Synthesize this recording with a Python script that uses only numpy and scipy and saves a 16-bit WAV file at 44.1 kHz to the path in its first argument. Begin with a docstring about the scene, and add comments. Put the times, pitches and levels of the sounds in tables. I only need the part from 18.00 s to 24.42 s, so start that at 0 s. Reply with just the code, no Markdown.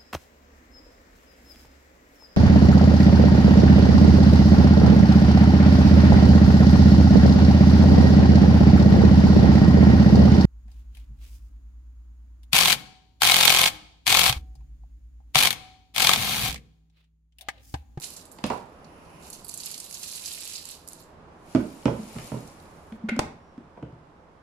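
"""A small hard kitchen: dry cornflakes slide from a plastic container onto the heap in a ceramic bowl, in two rushes.
Each flake contact is a short ringing tick, heard close by; strong landings add a skitter.
The container knocks on a stone counter: noise bursts drive its wall and rim modes, damped sines its boom.
Its lid flexes and snaps shut with air pulses, rings and cracks; a thin whistle and a few knocks follow.
Decaying diffuse noise is the room's answer; coloured noise gives the handling hiss and the low rumble."""
import sys
import numpy as np
from scipy import signal
from scipy.fft import rfft, irfft, next_fast_len
from scipy.io import wavfile
from scipy.ndimage import uniform_filter1d, map_coordinates

SR = 44100
rng = np.random.default_rng(int(sys.argv[2]) if len(sys.argv) > 2 else 0)


def to_wav(sig):
    """Store sig (one row per channel, or 1-D mono) as 16-bit WAV at the path in sys.argv[1].

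    Samples outside -1..1 are clipped; the rate is SR.
    """
    pcm = np.clip(np.atleast_2d(sig), -1, 1) * 32767
    pcm = np.round(pcm).astype(np.int16)
    wavfile.write(sys.argv[1], SR, pcm.T)  # frames by channels


N = 283122


def amp(db):
    """Decibels to gain."""
    return 10 ** (np.asarray(db) / 20)


def unit(x):
    """Scale to rms 1."""
    return x / np.sqrt(np.mean(x ** 2) + 1e-20)


def unit_energy(x):
    """Scale each channel to energy 1."""
    return x / np.sqrt(np.sum(x ** 2, axis=-1, keepdims=True) + 1e-20)


def along(points, hz):
    """Read (Hz, value) points on a log frequency axis."""
    point_hz, value = np.transpose(points)
    return np.interp(np.log(hz + 1), np.log(point_hz + 1), value)


def curves(rows):
    """One value per sample for each column after the time."""
    s, *columns = np.transpose(rows)
    return [np.interp(np.arange(N) / SR, s, column) for column in columns]


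def panned(balance_db):
    """Left and right gains for a left-minus-right level difference."""
    return amp(np.array([balance_db, -balance_db]) / 2).reshape(2, -1)


def add(track, s, sound):
    """Mix a sound in at a time."""
    start = max(round(s * SR), 0)
    part = track[..., start:start + sound.shape[-1]]
    part += sound[..., :part.shape[-1]]


def filtered(x, response):
    """Multiply the spectrum of x by a response of frequency."""
    n = x.shape[-1]
    padded = next_fast_len(n + SR // 4)
    spectrum = rfft(x, padded) * response(np.fft.rfftfreq(padded, 1 / SR))
    return irfft(spectrum, padded)[..., :n]


def coloured(x, spectrum):
    """Filter x by (Hz, gain dB) points."""
    return filtered(x, lambda hz: amp(along(spectrum, hz)))


def resonate(x, modes):
    """Pass x through parallel (Hz, width Hz, dB) resonances of alternating sign."""
    def response(hz):
        total = 0
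        for k, (centre_hz, width_hz, db) in enumerate(modes):
            damping = 1j * hz * width_hz
            total = total + (-1) ** k * amp(db) * damping / (centre_hz ** 2 - hz ** 2 + damping)
        return total
    return filtered(x, response)


# Likeness of the two microphones in a diffuse field. Each row: frequency in Hz, correlation (0 to 1).
LIKENESS = [(60, 0.83), (290, 0.98), (640, 0.48), (1400, 0), (15000, 0.045)]


def diffuse(size):
    """Noise from all around: alike at both microphones in the bass, nearly unrelated in the treble."""
    def mid_side(hz):
        angle = np.arccos(np.clip(along(LIKENESS, hz), -1, 1)) / 2
        return np.array([np.cos(angle), np.sin(angle)])
    mid, side = filtered(rng.standard_normal((2, size)), mid_side)
    return np.array([mid + side, mid - side])


# Decay of the kitchen. Each row: frequency in Hz, time to fall by 60 dB in seconds.
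KITCHEN_T60 = [(120, 0.47), (300, 0.39), (1000, 0.4), (4000, 0.39), (12000, 0.27)]


def reverb(x, build_s):
    """Kitchen tail: builds up quickly, each frequency dies at its own speed."""
    hz, t, bins = signal.stft(diffuse(size=SR // 2), SR, nperseg=256)
    decay = amp(-60 * t / along(KITCHEN_T60, hz)[:, None])
    tail = signal.istft(bins * decay, SR, nperseg=256)[1]
    tail = tail * (1 - np.exp(-np.arange(tail.shape[1]) / SR / build_s))
    return signal.fftconvolve(x, unit_energy(tail), axes=1)[:, :x.shape[1]]


def burst(decay_s):
    """A contact: decaying stereo noise of energy 1."""
    t = np.arange(SR // 2) / SR
    return unit_energy(diffuse(size=len(t)) * np.exp(-t / decay_s))


def ticks(times, sizes, pitch_hz, spread, cycles):
    """Each flake contact rings for a few cycles around a pitch, with its own phase at each microphone."""
    chance = rng.standard_normal((len(times), 3))
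    hz = np.clip(pitch_hz * np.exp(spread * chance[:, 0]), 1000, SR / 2.2)[:, None]
    k = np.arange(SR // 200)
    fade = np.exp(-k / SR * hz / cycles)
    index = (times * SR).astype(int)[:, None] + k
    pair = []
    for phase in chance.T[1:]:
        ring = unit_energy(fade * np.sin(2 * np.pi * (hz * k / SR + phase[:, None])))
        pair.append(np.bincount(index.ravel(), (ring * sizes[:, None]).ravel(), N)[:N])
    return np.array(pair)


# Background level. Each row: time in seconds, level in dB.
BACKGROUND_LEVEL = [(0, -54), (.8, -49), (1.25, -49), (1.5, -53.5), (2.5, -56), (3.2, -50), (4.7, -49),
                    (5.5, -52.5), (6.4, -54)]
# Background spectrum. Each row: frequency in Hz, relative gain in dB.
RUMBLE_COLOUR = [(13, -46), (22, -3), (50, -9), (76, 0.5), (100, -5.5), (131, -8), (159, -0.5), (192, -5),
                 (489, -7), (1050, -9), (2090, -22.5), (4390, -34), (4900, -33.5), (10600, -46),
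                 (15500, -61)]


def background():
    """The kitchen's low rumble: diffuse noise, mostly bass, a little stronger on the right."""
    level_db, = curves(BACKGROUND_LEVEL)
    return amp(level_db) * unit(coloured(diffuse(size=N), RUMBLE_COLOUR)) * panned(balance_db=-2.5)


def hiss(levels, spectrum):
    """Coloured diffuse noise that swells and fades along (s, dB) points."""
    level_db, = curves(levels)
    t = np.arange(N) / SR
    gate = np.clip(np.minimum(t - levels[0][0], levels[-1][0] - t) * 20, 0, 1)
    return gate * amp(level_db) * unit(coloured(diffuse(size=N), spectrum))


# Flakes sliding inside the container. Each row: time in seconds, level in dB.
SLIDE_LEVEL = [(.68, -74), (.9, -64.5), (1.2, -59), (1.35, -62.5)]
# Its spectrum behind the wall. Each row: frequency in Hz, relative gain in dB.
SLIDE_SPECTRUM = [(900, -12), (1800, -12), (2400, 1.5), (3000, -1), (3500, -24), (5500, -8.5), (8300, -25),
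                  (10000, -6), (12500, -25), (15400, -25)]


def slide():
    """Flakes slide inside the tilting container, muffled by its wall."""
    return hiss(SLIDE_LEVEL, SLIDE_SPECTRUM) * panned(balance_db=-3.5)


# Hiss of handling. Each row: time in seconds, level in dB.
RUSTLE_LEVEL = [(3.281, -88), (3.51, -53.5), (3.9, -54), (4.25, -45.5), (4.56, -58), (5.0, -67.5)]
# Its spectrum. Each row: frequency in Hz, relative gain in dB.
RUSTLE_SPECTRUM = [(880, -5), (1500, -22), (1790, -14.5), (2370, -8), (3410, -14.5), (4350, -12),
                   (6100, -14), (7400, -11.5), (8350, -18), (9500, -11), (12300, -21), (15200, -29)]


def rustle():
    """A soft smooth hiss while the container is handled."""
    return hiss(RUSTLE_LEVEL, RUSTLE_SPECTRUM) * panned(balance_db=1.2)


def shifting(over_rustle_db, scatter_db, count):
    """Flakes left in the container shift with fine crackles that follow the rustle's level."""
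    s, db = np.transpose(RUSTLE_LEVEL)
    times = rng.uniform(s[1], s[-1], count)
    sizes = amp(np.interp(times, s, db) + over_rustle_db + scatter_db * rng.standard_normal(count))
    return ticks(times, sizes, pitch_hz=7940, spread=0.44, cycles=2.5)


# Air through the seal of the shut lid. Each row: time in seconds, pitch in Hz, level in dB rms.
SEAL_WHISTLE = [(5.39, 5400, -93), (5.425, 5600, -80), (5.478, 5680, -80), (5.53, 5540, -80.5),
                (5.565, 5150, -89)]


def whistle(waver):
    """A faint thin tone that arches up and sinks as the pressure under the lid evens out."""
    hz, db = curves(SEAL_WHISTLE)
    t = np.arange(N) / SR
    hz = hz * (1 + waver * unit(uniform_filter1d(rng.standard_normal(N), size=150)))
    gate = np.clip(np.minimum(t - SEAL_WHISTLE[0][0], SEAL_WHISTLE[-1][0] - t) * 100, 0, 1)
    return gate * amp(db) * np.sqrt(2) * np.sin(2 * np.pi * np.cumsum(hz) / SR)


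def boom(hz, rise_s, decay_s):
    """The broad panels and the air inside swing together: a damped sine of energy 1."""
    t = np.arange(SR // 2) / SR
    return unit_energy(np.sin(2 * np.pi * hz * t) * (1 - np.exp(-t / rise_s)) ** 2 * np.exp(-t / decay_s))


# Soft pushes on the plastic. Each row: time in seconds, relative level in dB, pitch in Hz.
FLEX_PULSES = [(3.991, -25.5, 207), (4.154, -33, 225.5), (4.92, -31, 221), (5.037, -22.5, 214),
               (5.117, -19, 228), (5.17, -22, 243)]


def flexes():
    """Under the hand the plastic gives way and pumps the air inside: soft hollow pulses."""
    out = np.zeros((2, N))
    for s, db, hz in FLEX_PULSES:
        add(out, s - .002, amp(db + 22.5) * boom(hz, rise_s=0.013, decay_s=0.0074))
    return out + amp(-5.5) * reverb(out, build_s=0.0019)


# Container position. Each row: time in seconds, left minus right in dB.
CONTAINER_PLACE = [(4.4, -7.5), (5.0, -1.5)]


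def place(s):
    """Balance in dB as the container moves from the right towards the middle."""
    return np.interp(s, *np.transpose(CONTAINER_PLACE))


# A plastic contact is too slow to drive the highest modes. Each row: frequency in Hz, relative gain in dB.
CONTACT_COLOUR = [(3000, 4), (5000, -8.5), (9000, -14), (15400, -38.5)]
DIRECT_DB = 0  # clean first push over the chatter


def struck(modes, centre_hz, rise_s, decay_s):
    """A blow is one clean push and a short chatter; its spot favours the modes around one frequency."""
    chatter = burst(decay_s)
    force = unit_energy(chatter * (1 - np.exp(-np.arange(chatter.shape[1]) / SR / rise_s)))
    force[:, round(rise_s * SR)] += amp(DIRECT_DB)
    spot = [(centre_hz, 1.24 * centre_hz, 0)]
    push = resonate(resonate(coloured(force, CONTACT_COLOUR), spot), spot)
    return unit_energy(resonate(push, modes))


GRIP_DETUNE = 0.049  # spread of each mode's log frequency from blow to blow


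def gripped(modes):
    """The container's modes, each a little retuned by the hand and the flakes inside."""
    return [(hz * np.exp(GRIP_DETUNE * rng.standard_normal()), width, db) for hz, width, db in modes]


# Container wall resonances. Each row: frequency in Hz, width in Hz, relative level in dB.
WALL_MODES = [(392, 90, 2), (469, 113, 3), (580, 137, 1.5), (708, 228, -2), (895, 255, -1), (1054, 190, -7)]
# Lid resonances. Each row: frequency in Hz, width in Hz, relative level in dB.
LID_MODES = [(1470, 77, 14), (1870, 160, 1), (2120, 97, 8.5), (2420, 210, 0), (2650, 110, 0.5),
             (3520, 460, -3), (4300, 660, -3.5)]
# Spectrum of the lid's crack. Each row: frequency in Hz, relative gain in dB.
LID_CRACK_COLOUR = [(800, 6), (3500, 1.5), (5000, 2), (7500, -4.5), (11000, -8), (15400, -40)]
# The lid catches, slips and seats. Each row: time in seconds, then levels of push, wall, ring and crack in dB.
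LID_SNAPS = [(4.923, -31.5, -24.5, -27.5, -35), (5.0866, -27, -31, -10, -37), (5.0894, -8, -11, -7, -18),
             (5.0931, -30, -14, -4, -14), (5.164, -22, -16, -22, -22), (5.192, 6, 2.5, -8.5, 2)]


def snaps(push_s):
    """Each jump of the lid gives one sharp push of air and a crack, and rings the lid and the walls."""
    out = np.zeros((2, N))
    u = np.arange(SR // 2) / SR / push_s
    push = unit_energy((1 - u) * np.exp(-u) * (1 - np.exp(-u * 8)) ** 2)
    for s, push_db, wall_db, ring_db, crack_db in LID_SNAPS:
        wall = struck(WALL_MODES, centre_hz=630, rise_s=0.00038, decay_s=0.00055)
        body = amp(push_db) * push + amp(wall_db) * wall
        ring = amp(ring_db) * struck(LID_MODES, centre_hz=2480, rise_s=.0001, decay_s=0.0018)
        crack = amp(crack_db) * unit_energy(coloured(burst(decay_s=0.0032), LID_CRACK_COLOUR))
        room = reverb(amp(-6) * body + amp(-2) * ring + amp(-10) * crack, build_s=0.001)
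        add(out, s, (body + ring + crack + room) * panned(place(s)))
    return out


# Stiff rim resonances. Each row: frequency in Hz, width in Hz, relative level in dB.
RIM_MODES = [(1254, 160, 6.5), (1480, 166, 4.5), (1660, 120, -2), (2060, 600, -3.5), (2630, 330, -1),
             (3080, 210, 0), (3450, 420, -3), (4000, 700, -7)]
# Counter resonances. Each row: frequency in Hz, width in Hz, relative level in dB.
COUNTER_MODES = [(69, 5.2, 4.5), (123.2, 8.5, 7), (160.7, 9.4, 6)]
# Spectrum of a hard contact. Each row: frequency in Hz, relative gain in dB.
CRACK_COLOUR = [(1500, 3), (3400, 2.5), (4200, 0), (5000, 2.5), (7500, -5.5), (11000, -16.5), (15400, -45)]
# Blows on the container. Each row: time in seconds, strength in dB, struck spot, rim and boom in Hz,
# then relative levels of rim, crack and boom in dB.
CONTAINER_KNOCKS = [ (0.3863, -21.5, 1010, 2800, 282, -9, -2.5, -2),
                    (0.4398, -3.5, 705, 2850, 220, -8, -1, 6.5),
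                    (0.5013, 2.5, 820, 1930, 230, -13.5, -17, -11),
                    (0.5105, -10.5, 815, 1400, 248, -14, -29, -1),
                    (0.5184, -6, 800, 1400, 250, -8, -28, -6),
                    (3.5492, -1.5, 540, 1530, 272.5, -7, -12.5, 15.5),
                    (3.5585, -11.5, 557, 1860, 314, -1.5, -9, 7), (3.8556, 3, 535, 2180, 248, -8.5, -15, 7),
                    (3.879, 0.5, 570, 1500, 240, -16, -34, -14),
                    (4.161, -17.5, 446, 1394, 196, -3.5, -28, 4), (4.1845, -24.5, 520, 2210, 172, 7, 4, 0),
                    (4.3175, -9.5, 510, 1390, 247, -9, -25, 4.5),
                    (4.340, -10, 510, 1400, 226, -18, -25, 6.5),
                    (4.364, -19, 497, 1400, 244, -18, -23, 6.5),
                    (5.578, -31.5, 462, 2020, 258, -2.5, -9, 20),
                    (5.7734, -17.5, 950, 1500, 210, -14, -27, -8),
                    (5.8258, -14.5, 484, 1710, 272, -11, -24.5, 7),
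                    (5.923, -30.5, 388, 1300, 148, -12, -17, -18)]
SOFT_SPOT_HZ, THUD_DB, THUD_DB_PER_OCTAVE = 507, 6.5, -29  # stiffer spots pass less into the counter


def knocks():
    """Every blow sets off boom, walls and rim; soft spots shake the counter, hard contacts add a crack."""
    out = np.zeros((2, N))
    for s, db, spot_hz, rim_hz, boom_hz, rim_db, crack_db, boom_db in CONTAINER_KNOCKS:
        low = amp(boom_db) * boom(boom_hz, rise_s=0.0023, decay_s=0.0049)
        thud_db = THUD_DB + THUD_DB_PER_OCTAVE * np.log2(spot_hz / SOFT_SPOT_HZ)
        counter = resonate(boom(180, rise_s=0.00092, decay_s=0.0013), COUNTER_MODES)
        thud = amp(thud_db) * unit_energy(counter)
        wall = amp(-0.5) * struck(gripped(WALL_MODES), spot_hz, rise_s=0.00061, decay_s=0.0079)
        rim = amp(rim_db) * struck(gripped(RIM_MODES), rim_hz, rise_s=0.00045, decay_s=0.011)
        crack = amp(crack_db) * unit_energy(coloured(burst(decay_s=0.0033), CRACK_COLOUR))
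        high = wall + rim + crack
        # the panels radiate into the room over a wider band than the boom heard up close
        room_boom = amp(boom_db - 5.0) * boom(boom_hz, rise_s=0.0016, decay_s=0.0022)
        room = reverb(room_boom + amp(-3.0) * high, build_s=0.0032)
        blow = amp(db) * (low + high + thud + room)
        # share of the balance by frequency: long waves reach both microphones almost equally
        balance_share = [(100, 0.26), (300, 0.72), (600, 1.22), (2500, 0.13)]
        add(out, s, filtered(blow, lambda hz: panned(place(s) * along(balance_share, hz))))
    return out


# First rush of flakes. Each row: time in seconds, relative level in dB.
FIRST_FLOW = [(0, -43), (.05, -40.5), (.12, -48.5), (.2, -52), (.3, -68), (.35, -59), (.42, -71),
              (.46, -52.5), (.58, -57), (.65, -73)]
# Second rush of flakes. Each row: time in seconds, relative level in dB.
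SECOND_FLOW = [(.8, -77), (1.18, -65), (1.26, -48.5), (1.3, -54.5), (1.35, -52), (1.44, -57), (1.6, -46.5),
               (1.67, -42.5), (1.88, -47), (2.03, -40.5), (2.34, -39), (2.57, -41.5), (2.63, -48),
               (2.73, -43.5), (2.831, -63.5), (2.97, -54.5), (3.149, -80)]


def flow():
    """The stream's level in dB, with a thin trickle between the rushes, and whether it still runs."""
    level_db, = curves(np.vstack([FIRST_FLOW, SECOND_FLOW]))
    return level_db, np.arange(N) / SR < SECOND_FLOW[-1][0]


# Contact pitch, mostly lower as bigger pieces come down. Each row: time in seconds, pitch in Hz.
GRAIN_PITCH = [(0, 7660), (1.3, 6600), (1.8, 7360), (2.5, 6300), (3.0, 5860)]


def stream(per_second, scatter_db, clump_db):
    """A stronger flow has more contacts; their sizes scatter and swell in clumps."""
    level_db, running = flow()
    pitch_hz, = curves(GRAIN_PITCH)
    t = np.arange(N) / SR
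    rate = per_second * amp(level_db - level_db.max()) ** .15 * running
    at = np.flatnonzero(rng.random(N) < rate / SR)
    clumps = map_coordinates(rng.standard_normal(N // 100), [t[at] * 70], mode="mirror")
    scatter = np.minimum(rng.standard_normal(len(at)), 2)
    sizes = unit(amp(scatter_db * scatter + clump_db * clumps))
    sizes = sizes * amp(level_db[at]) * np.sqrt(SR / rate[at])
    return ticks(t[at], sizes, pitch_hz[at], spread=0.5, cycles=1.15)


def strays(over_flow_db, skitter_s, pitch_hz, spread, count):
    """Lesser landings at random moments that follow the flow's level, as rows like the hard landings."""
    level_db, running = flow()
    at = (rng.random(count) * running.sum()).astype(int)
    hz = pitch_hz * np.exp(spread * rng.standard_normal(count))
    return np.column_stack([at / SR, level_db[at] + over_flow_db, np.full(count, skitter_s), hz])


# Flakes that land hard. 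Each row: time in seconds, relative level in dB, skitter in seconds, pitch in Hz.
HARD_FLAKES = [(0.0415, -8.5, 0.005, 6400.0), (0.1045, -16.5, 0.001, 11800.0), (0.1663, -16.5, 0.004, 9050),
               (0.254, -25, 0.0045, 7800.0), (0.3162, -23, 0.002, 9800), (0.3225, -24.5, 0.004, 10100.0),
               (0.4642, -19, 0.003, 9200), (0.8445, -31, 0.004, 5050), (1.3015, -13.5, 0.003, 9100),
               (1.3285, -13.5, 0.01, 7600), (1.4458, -15, 0.0045, 10200.0), (1.4825, -16.0, 0.003, 10900.0),
               (1.49, -17, 0.003, 9700.0), (1.494, -11, 0.003, 9100.0), (1.5125, -18.5, 0.005, 7900),
               (1.54, -11.5, 0.002, 8400), (1.5437, -17, 0.004, 9600), (1.5748, -10.5, 0.006, 8460),
               (1.6015, -12.0, 0.004, 6200.0), (1.634, -12.0, 0.005, 6000.0), (1.6503, -16, 0.007, 7800.0),
               (1.659, -8.5, 0.004, 7800.0), (1.6655, -12, 0.004, 4500.0), (1.7032, -18, 0.0035, 7000.0),
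               (1.7133, -12, 0.005, 7700), (1.7416, -11.5, 0.005, 4800.0), (1.778, -13, 0.004, 7700.0),
               (1.801, -10.5, 0.004, 7700.0), (1.842, -15, 0.007, 8400.0), (1.91, -16, 0.002, 10000.0),
               (1.9265, -15, 0.0045, 7100.0), (1.9425, -11, 0.005, 6600.0), (1.9796, -18, 0.004, 10600.0),
               (1.998, -18, 0.002, 10400.0), (2.031, -11.5, 0.006, 7400.0), (2.078, -15, 0.002, 11100.0),
               (2.114, -12, 0.008, 7700), (2.158, -12, 0.01, 8200), (2.221, -18, 0.003, 7600.0),
               (2.258, -7, 0.007, 7100.0), (2.2915, -23, 0.004, 4300.0), (2.325, -9.5, 0.012, 10100.0),
               (2.4055, -15, 0.002, 8600.0), (2.4333, -15, 0.005, 7100.0), (2.476, -12.5, 0.002, 9800.0),
               (2.4974, -17, 0.0015, 5700.0), (2.5356, -12, 0.004, 6300.0), (2.554, -7.5, 0.011, 5100.0),
               (2.6543, -14.5, 0.0012, 8900), (2.6887, -16.5, 0.003, 8800.0),
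               (2.7112, -14.5, 0.0035, 9800.0), (2.876, -15.5, 0.004, 10100.0), (2.8868, -15, 0.001, 10000),
               (2.9225, -28, 0.002, 10300.0), (2.9322, -17.5, 0.001, 8900.0), (2.9935, -26, 0.012, 10500.0),
               (4.4757, -26.5, 0.002, 6950), (4.6, -35, 0.002, 5700.0)]
FIRST_SHARE_S = 0.001  # a skitter this long carries the first contact's energy; longer ones carry more


def landings(contact_s, count):
    """A flake lands on its edge, then skitters as it settles; all its contacts ring near its own pitch."""
    stray_rows = strays(over_flow_db=16, skitter_s=.0012, pitch_hz=7500, spread=.35, count=130)
    s, db, skitter_s, hz = np.vstack([HARD_FLAKES, stray_rows]).T[:, :, None]
    first = np.arange(count) < count // 4
    delay = rng.exponential(size=(len(s), count)) * np.where(first, contact_s, skitter_s)
    skitter_share = np.sqrt(skitter_s / FIRST_SHARE_S) * unit_energy(1. 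* ~first)
    shares = unit_energy(unit_energy(1. * first) + skitter_share)
    sizes = (amp(db + 2.0) * shares).ravel()
    return ticks((s + delay).ravel(), sizes, np.repeat(hz, count), spread=.3, cycles=4.5)


# Spectrum of the flakes. Each row: frequency in Hz, relative gain in dB.
FLAKE_COLOUR = [(700, -13), (1500, -8.5), (2100, -6.5), (2700, -1.5), (3350, -4.5), (4200, -0.5),
                (6000, -3.5), (7400, -0.5), (8600, -4), (10800, -0.5), (13000, -6), (15400, -14)]
# The bowl is nearer the right microphone. Each row: frequency in Hz, left minus right in dB.
BOWL_PLACE = [(1300, -1), (2400, -2), (3200, -1), (4200, -9.5), (5800, -4), (7800, -7.5), (9500, -9),
              (11500, -12), (15000, -8.5)]


def cornflakes():
    """The flakes rattle on the heap, close by, with a little of the kitchen behind them."""
    near = amp(1.0) * stream(per_second=1500, scatter_db=0.5, clump_db=2.0)
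    near = near + landings(contact_s=0.00027, count=20)
    near = filtered(coloured(near, FLAKE_COLOUR), lambda hz: panned(along(BOWL_PLACE, hz)))
    return near + amp(-5.5) * reverb(near, build_s=0.00096)


def scene():
    """Flakes, container and lid over the kitchen's background."""
    handling = slide() + rustle() + shifting(over_rustle_db=15, scatter_db=2.5, count=170)
    lid = flexes() + snaps(push_s=0.00087) + whistle(waver=.003)
    return background() + handling + lid + knocks() + cornflakes()


TOP_HZ = 15400


def record(dry):
    """The recorder keeps nothing above its band limit."""
    return filtered(dry, lambda hz: hz < TOP_HZ)


dry = scene()
out = record(dry)
to_wav(out)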